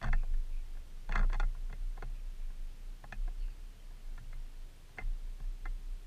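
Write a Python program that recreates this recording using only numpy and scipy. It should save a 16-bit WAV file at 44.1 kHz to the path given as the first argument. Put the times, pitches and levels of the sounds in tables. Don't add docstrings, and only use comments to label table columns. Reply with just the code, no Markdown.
import sys
import numpy as np
from scipy import signal
from scipy.fft import rfft, irfft, next_fast_len
from scipy.io import wavfile

SR = 44100
rng = np.random.default_rng(int(sys.argv[2]) if len(sys.argv) > 2 else 0)


def store_pcm(level_fs):
    pcm = np.round(np.clip(level_fs, -1, 1) * 32767).astype(np.int16)
    wavfile.write(sys.argv[1], SR, np.atleast_2d(pcm).T)


N = 267510

# start_s, level_db, thud_db, hollow_db, knock_db, edge_db, low_hz, high_hz, note_db
# Hollow, knock and edge are relative to clack; the struck spot boosts low_hz and high_hz by note_db.
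BLOWS = [(0.027, -44.5, -51, -4, 4, -2.5, 900, 1780, 4), (0.042, -36, -40, -24, -1, -16, 766, 1490, 5),
         (0.129, -32.5, -48, -23, -9, -23, 780, 1805, 12.4), (0.231, -53.5, -60, 3, 8, -18, 696, 1680, 11),
         (0.337, -58, -62, -4, -6, -20, 700, 1770, 7), (0.769, -59, -65, -4, 0, -15, 696, 1560, 5.4),
         (1.091, -43, -47, -4, 4, -11, 810, 1260, 3.3), (1.122, -38.5, -56, -19, -15, -13.5, 754, 2100, 12),
         (1.151, -39, -56, -18, 2, -16, 1040, 1410, 5.7), (1.156, -29.5, -47, -20.5, -9, -17, 715, 1475, 5),
         (1.177, -41, -62, -18, 0, -10, 820, 1410, 5), (1.192, -38, -47.5, -8.5, -8, -17, 1130, 1410, 7),
         (1.209, -42.5, -67, -13, 0, -26, 1080, 1420, 7),
         (1.228, -44, -57.5, -10, 0, -18.5, 1080, 1420, 10),
         (1.242, -48.5, -52, -1, 1, -18, 1090, 1270, 8.1), (1.297, -48.5, -60, -6, 0, -14, 1106, 1610, 5.4),
         (1.33, -41.5, -57, -12, -3, -10, 1110, 1380, 5), (1.343, -42, -57.5, -12, 3.5, -9, 834, 1890, 6.8),
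         (1.398, -34.5, -56, -13.5, -1.5, -10, 850, 1430, 4.7),
         (1.429, -43.5, -50, -10, -2.5, -29, 806, 1440, 4.1),
         (1.548, -57.5, -79, -14, 3, -23, 1000, 1400, 6.8),
         (1.695, -57.5, -53.5, -4, 0, -19, 1080, 1420, 2.6),
         (1.726, -48.5, -52.5, -4, -3, -12, 710, 2025, 8.4),
         (1.974, -50, -64, -5, 6.5, -16, 817, 1670, 4.2), (2.023, -41.5, -52, -1, -1, -16, 462, 1380, 7),
         (3.039, -46.5, -56.5, -7, 5, -15, 810, 1583, 3.6),
         (3.123, -39, -52, -17, -5, -14.5, 726, 1670, 15), (3.277, -51.5, -61, 2, 5.5, -17, 730, 1670, 8.1),
         (4.176, -53.5, -55, -13, -5, -14, 813, 1807, 3.4),
         (4.327, -54.5, -59, -19, -9, -16, 760, 2089, 6.9),
         (4.984, -37, -58, -11, -8.5, -23, 704, 2100, 19), (5.4, -57.5, -55, 3, 5, -8, 745, 1584, 4),
         (5.655, -42, -60, -13, -5.5, -20.5, 701, 2075, 3)]
# start_s, length_s, level_db, thud_db, low_hz, high_hz
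FLURRIES = [(0.013, 0.072, -45, -50.5, 730, 1680), (1.11, 0.11, -48.5, -56, 1030, 1412),
            (1.32, 0.035, -50, -58, 1090, 1820), (4.974, 0.045, -56, -55, 340, 2080)]
# rate_per_s, level_db, thud_db, low_hz, high_hz
STEPS = (1.47, -65.5, -67, 895, 1650)
# hollow_db, knock_db, edge_db
TOUCH_COLOUR_DB = (-11, -1.1, -16)
REGISTER_TOPS_HZ = [600, 1200, 2250, 3000, 5300, 12000]
# pitch_hz, level_db, nominal_t60_s
BOARD_MODES = [(296, -6, 0.019), (359, -5.5, 0.027), (451, -13.5, 0.048), (565, -15.5, 0.06),
               (677.6, -8.5, 0.064), (736, -2, 0.037), (826, -8, 0.064), (990, 2.5, 0.017),
               (1069, -1, 0.031), (1270, -4.5, 0.041), (1410, -1, 0.046), (1618, 3.5, 0.023),
               (1677, 1.5, 0.023), (1803, -6.5, 0.064), (1960, 4.5, 0.011), (2078, -8, 0.071),
               (2473, -1.5, 0.064), (2560, -8, 0.067), (2637, -2.5, 0.078), (2760, -9, 0.024),
               (3423, -3.5, 0.017), (3620, -18.5, 0.033), (4274, -8.5, 0.02), (4250, -40, 0.027),
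               (4510, -12.5, 0.017), (4930, -20.5, 0.024), (5760, -11.5, 0.013), (6240, -12, 0.012),
               (6620, -13.5, 0.014), (7850, -19, 0.017)]
# pitch_hz, level_db, nominal_t60_s
PLANK_MODES = [(64.5, -9, 0.46), (113.3, 4, 0.07), (123.8, -4, 0.5), (151, -2, 0.1), (203.7, -5.5, 0.17),
               (239, -13, 0.077)]
# start_s, level_db, sway_hz
WEIGHT_SHIFTS = [(0.0, -35.5, 26.3), (0.05, -32, 25.3), (0.262, -35.5, 24.76), (0.89, -45, 24.78),
                 (1.049, -34, 27.12), (1.13, -30, 29.3), (1.37, -39, 28.57), (1.759, -38.5, 29.6),
                 (2.01, -40.5, 29.4), (2.341, -38.5, 25.4), (2.788, -45.5, 29.03), (3.138, -36.5, 30.1),
                 (3.8, -49.5, 29.06), (4.012, -42, 26.7), (4.31, -43, 26.2), (4.991, -38, 28.6),
                 (5.38, -38, 30.26), (5.6, -40, 29.9)]
# time_s, level_db
DRONE_ENVELOPE = [(.24, -75), (0.321, -49.5), (.42, -56), (0.751, -60), (.9, -74)]
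# frequency_hz, relative_density_db
AIR_SPECTRUM = [(35, -30.5), (60, 4.5), (123, -2), (144, -5), (263, -10.5), (309, -12), (381, -13),
                (408, -13.5), (448, -13.5), (480, -15), (816, -18), (1010, -19.5), (2060, -20.5),
                (2980, -20.5), (15000, -33.5)]
# start_s, length_s, pitch_hz, level_db
BIRD_CALLS = [(0.152, 0.12, 2570, -76), (0.497, 0.16, 2520, -76.5), (2.143, 0.067, 2600, -76),
              (2.391, 0.11, 2420, -81), (3.392, 0.05, 4470, -76), (3.45, 0.118, 4640, -84),
              (3.401, 0.0607, 3000, -77), (3.421, 0.12, 2710, -77.5), (3.773, 0.07, 3140, -78)]


def pecks(contacts, trim_db=-2.08, rise_s=0.0014, skid_s=0.0012, lead_s=0.0008):
    out, t = np.zeros(N), np.arange(1800) / SR
    attack = t < 0.008
    hz = np.transpose(BOARD_MODES)[0]
    in_register = np.searchsorted(REGISTER_TOPS_HZ, hz) == np.arange(len(REGISTER_TOPS_HZ))[:, None]
    hardest_db = max(row[1] for row in contacts)
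    for start_s, level_db, _, hollow_db, knock_db, edge_db, low_hz, high_hz, note_db in contacts:
        free = ring(BOARD_MODES, t, spread_db=2.13, detune=0.0039, damping=1.17)
        slowness = gain_of(0.25 * (hardest_db - level_db))
        force = tip_force(t, rise_s * slowness, skid_s * slowness)
        driven = signal.fftconvolve(free, force[None], axes=1)[:, :len(t)]
        share = free.std(axis=1) / driven.std(axis=1)
        share *= spot_gain(hz, low_hz, 0.033, note_db) * spot_gain(hz, high_hz, 0.07, note_db)
        registers = (in_register * share) @ driven
        ring_db, snap_db = edge_db - 8.5 + 0.95 * note_db, edge_db - 7.5
        balance = gain_of([hollow_db, knock_db, 0, ring_db, edge_db, snap_db])
        blow = (balance / registers[:, attack].std(axis=1)) @ registers
        add(out, start_s - lead_s, gain_of(level_db + trim_db) * blow / blow[attack].std())
    return out


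def tip_force(t, rise_s, skid_s, scrape=0.088, scrape_s=0.01):
    skid = np.minimum(t / rise_s, 1) * np.exp(-t / skid_s)
    force = rng.standard_normal(len(t)) * (skid + scrape * np.exp(-t / scrape_s))
    force[np.searchsorted(t, rise_s)] += 4
    return force


def ring(modes, t, spread_db, detune, damping):
    hz, level_db, t60_s = np.transpose(modes)[:, :, None]
    side, share, shift = rng.standard_normal((3, len(modes), 1))
    swing = np.sin(2 * np.pi * hz * (1 + detune * shift) * t)
    build_up = 1 - np.exp(-hz * t / 0.98)
    decay = gain_of(level_db + spread_db * share - 60 * damping * t / t60_s)
    return np.sign(side) * decay * build_up * swing


def spot_gain(hz, note_hz, log_width, boost_db):
    return gain_of(boost_db * np.exp(-0.5 * (np.log(hz / note_hz) / log_width) ** 2))


def rebounds(delay_s=0.005, softer_db=11.5, deeper_db=8):
    return [(start_s + delay_s, level_db - softer_db, thud_db, hollow_db + deeper_db, *rest)
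            for start_s, level_db, thud_db, hollow_db, *rest in BLOWS]


def claw_touches(gap_s=0.011, spread_db=1.5, note_db=10):
    rows = []
    for start_s, length_s, level_db, thud_db, low_hz, high_hz in FLURRIES:
        draws = rng.uniform(-1.097, 1, (32, 4))
        for offset_s, (late, soft, low, high) in zip(np.arange(0, length_s, gap_s), draws):
            touch_s = start_s + offset_s + 0.256 * gap_s * late
            notes_hz = low_hz * np.exp(0.093 * low), high_hz * np.exp(0.16 * high)
            rows.append((touch_s, level_db - spread_db * soft, thud_db,
                         *TOUCH_COLOUR_DB, *notes_hz, note_db))
    rate_per_s, level_db, thud_db, low_hz, high_hz = STEPS
    for step_s in np.cumsum(rng.uniform(0.5, 1.5, size=32)) / rate_per_s:
        if step_s < N / SR:
            rows.append((step_s, level_db, thud_db, *TOUCH_COLOUR_DB, low_hz, high_hz, note_db))
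    return rows


def plank_thuds(contacts, trim_db=-1.86, rise_s=0.002):
    out, t = np.zeros(N), np.arange(SR // 4) / SR
    early = t < 0.04
    for start_s, _, thud_db, *_ in contacts:
        hum = ring(PLANK_MODES, t, spread_db=2.0, detune=0.014, damping=0.93).sum(axis=0)
        hum *= 1 - np.exp(-t / rise_s)
        add(out, start_s, gain_of(thud_db + trim_db) * hum / hum[early].std())
    return out


def plank_sway(trim_db=3.0, rise_s=0.061, t60_s=2.44, beat_s=0.2, dip_s=0.21, beat_depth=0.48):
    start_s, level_db, sway_hz = np.transpose(WEIGHT_SHIFTS)
    t = np.arange(N) / SR
    coarse_s = t[::200]
    age_s = np.maximum(coarse_s - start_s[:, None], 0)
    onsets = np.sin(np.pi / 2 * np.minimum(age_s / rise_s, 1)) ** 2
    swells = onsets * gain_of(level_db[:, None] - 60 * age_s / t60_s)
    beats = abs(1 - beat_depth * np.exp(2j * np.pi * (age_s - dip_s) / beat_s))
    envelope = np.interp(t, coarse_s, np.linalg.norm(swells * beats, axis=0))
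    wobble_db = 1.5 * narrow_noise(0, width_hz=4)
    latest_shift = np.maximum(np.searchsorted(start_s, t) - 1, 0)
    phase = 2 * np.pi * np.cumsum(sway_hz[latest_shift]) / SR
    shudder = gain_of(-23) * narrow_noise(43, width_hz=7)
    return envelope * gain_of(trim_db + wobble_db) * (np.sqrt(2) * np.sin(phase) + shudder)


def plank_drone(pitch_hz=64, width_hz=4):
    time_s, level_db = np.transpose(DRONE_ENVELOPE)
    envelope = np.interp(np.arange(N) / SR, time_s, gain_of(level_db), left=0, right=0)
    return envelope * narrow_noise(pitch_hz, width_hz)


def air(level_db=-61):
    hz, density_db = np.transpose(AIR_SPECTRUM)
    return gain_of(level_db) * noise(lambda f: gain_of(np.interp(np.log(f + 1), np.log(hz + 1), density_db)))


def far_bird(trim_db=3.0, width_hz=170, fall_hz=150):
    out = np.zeros(N)
    hoarseness = narrow_noise(0, width_hz)
    for start_s, length_s, pitch_hz, level_db in BIRD_CALLS:
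        progress = np.linspace(0, 1, round(length_s * SR))
        tone = np.cos(2 * np.pi * np.cumsum(pitch_hz - fall_hz * progress) / SR)
        envelope = np.sqrt(progress) * (1 - progress)
        note = tone * hoarseness[round(start_s * SR):][:len(tone)] * envelope
        add(out, start_s, gain_of(level_db + trim_db) * unit_rms(note))
    return out


def camera_whine(pulsed_db=-87, steady_db=-89, pulse_hz=30):
    pulse = (0.5 + 0.5 * np.cos(2 * np.pi * pulse_hz * np.arange(N) / SR)) ** 2
    pulsed = unit_rms(pulse * narrow_noise(8550, width_hz=80))
    steady = narrow_noise(11000, width_hz=220)
    return gain_of(pulsed_db) * pulsed + gain_of(steady_db) * steady


def noise(gain):
    size = next_fast_len(N, True)
    spectrum = rfft(rng.standard_normal(size)) * gain(np.fft.rfftfreq(size, 1 / SR))
    return unit_rms(irfft(spectrum, size)[:N])


def narrow_noise(centre_hz, width_hz):
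    return noise(lambda f: np.exp(-0.5 * ((f - centre_hz) / width_hz) ** 2))


def gain_of(db):
    return np.exp(np.asarray(db) * (np.log(10) / 20))


def unit_rms(x):
    return x / np.sqrt(np.mean(x ** 2) + 1e-20)


def add(mix, start_s, sound):
    part = mix[max(round(start_s * SR), 0):][:len(sound)]
    part += sound[:len(part)]


def scene():
    background = plank_sway() + plank_drone() + air() + far_bird() + camera_whine()
    contacts = BLOWS + claw_touches()
    return (background + plank_thuds(contacts) + pecks(contacts + rebounds()))[None]


def record(dry):
    low_pass = signal.firwin(511, 15250, window=("kaiser", 9), fs=SR)
    return signal.oaconvolve(dry, low_pass[None], "same")


dry = scene()
out = record(dry)
store_pcm(out)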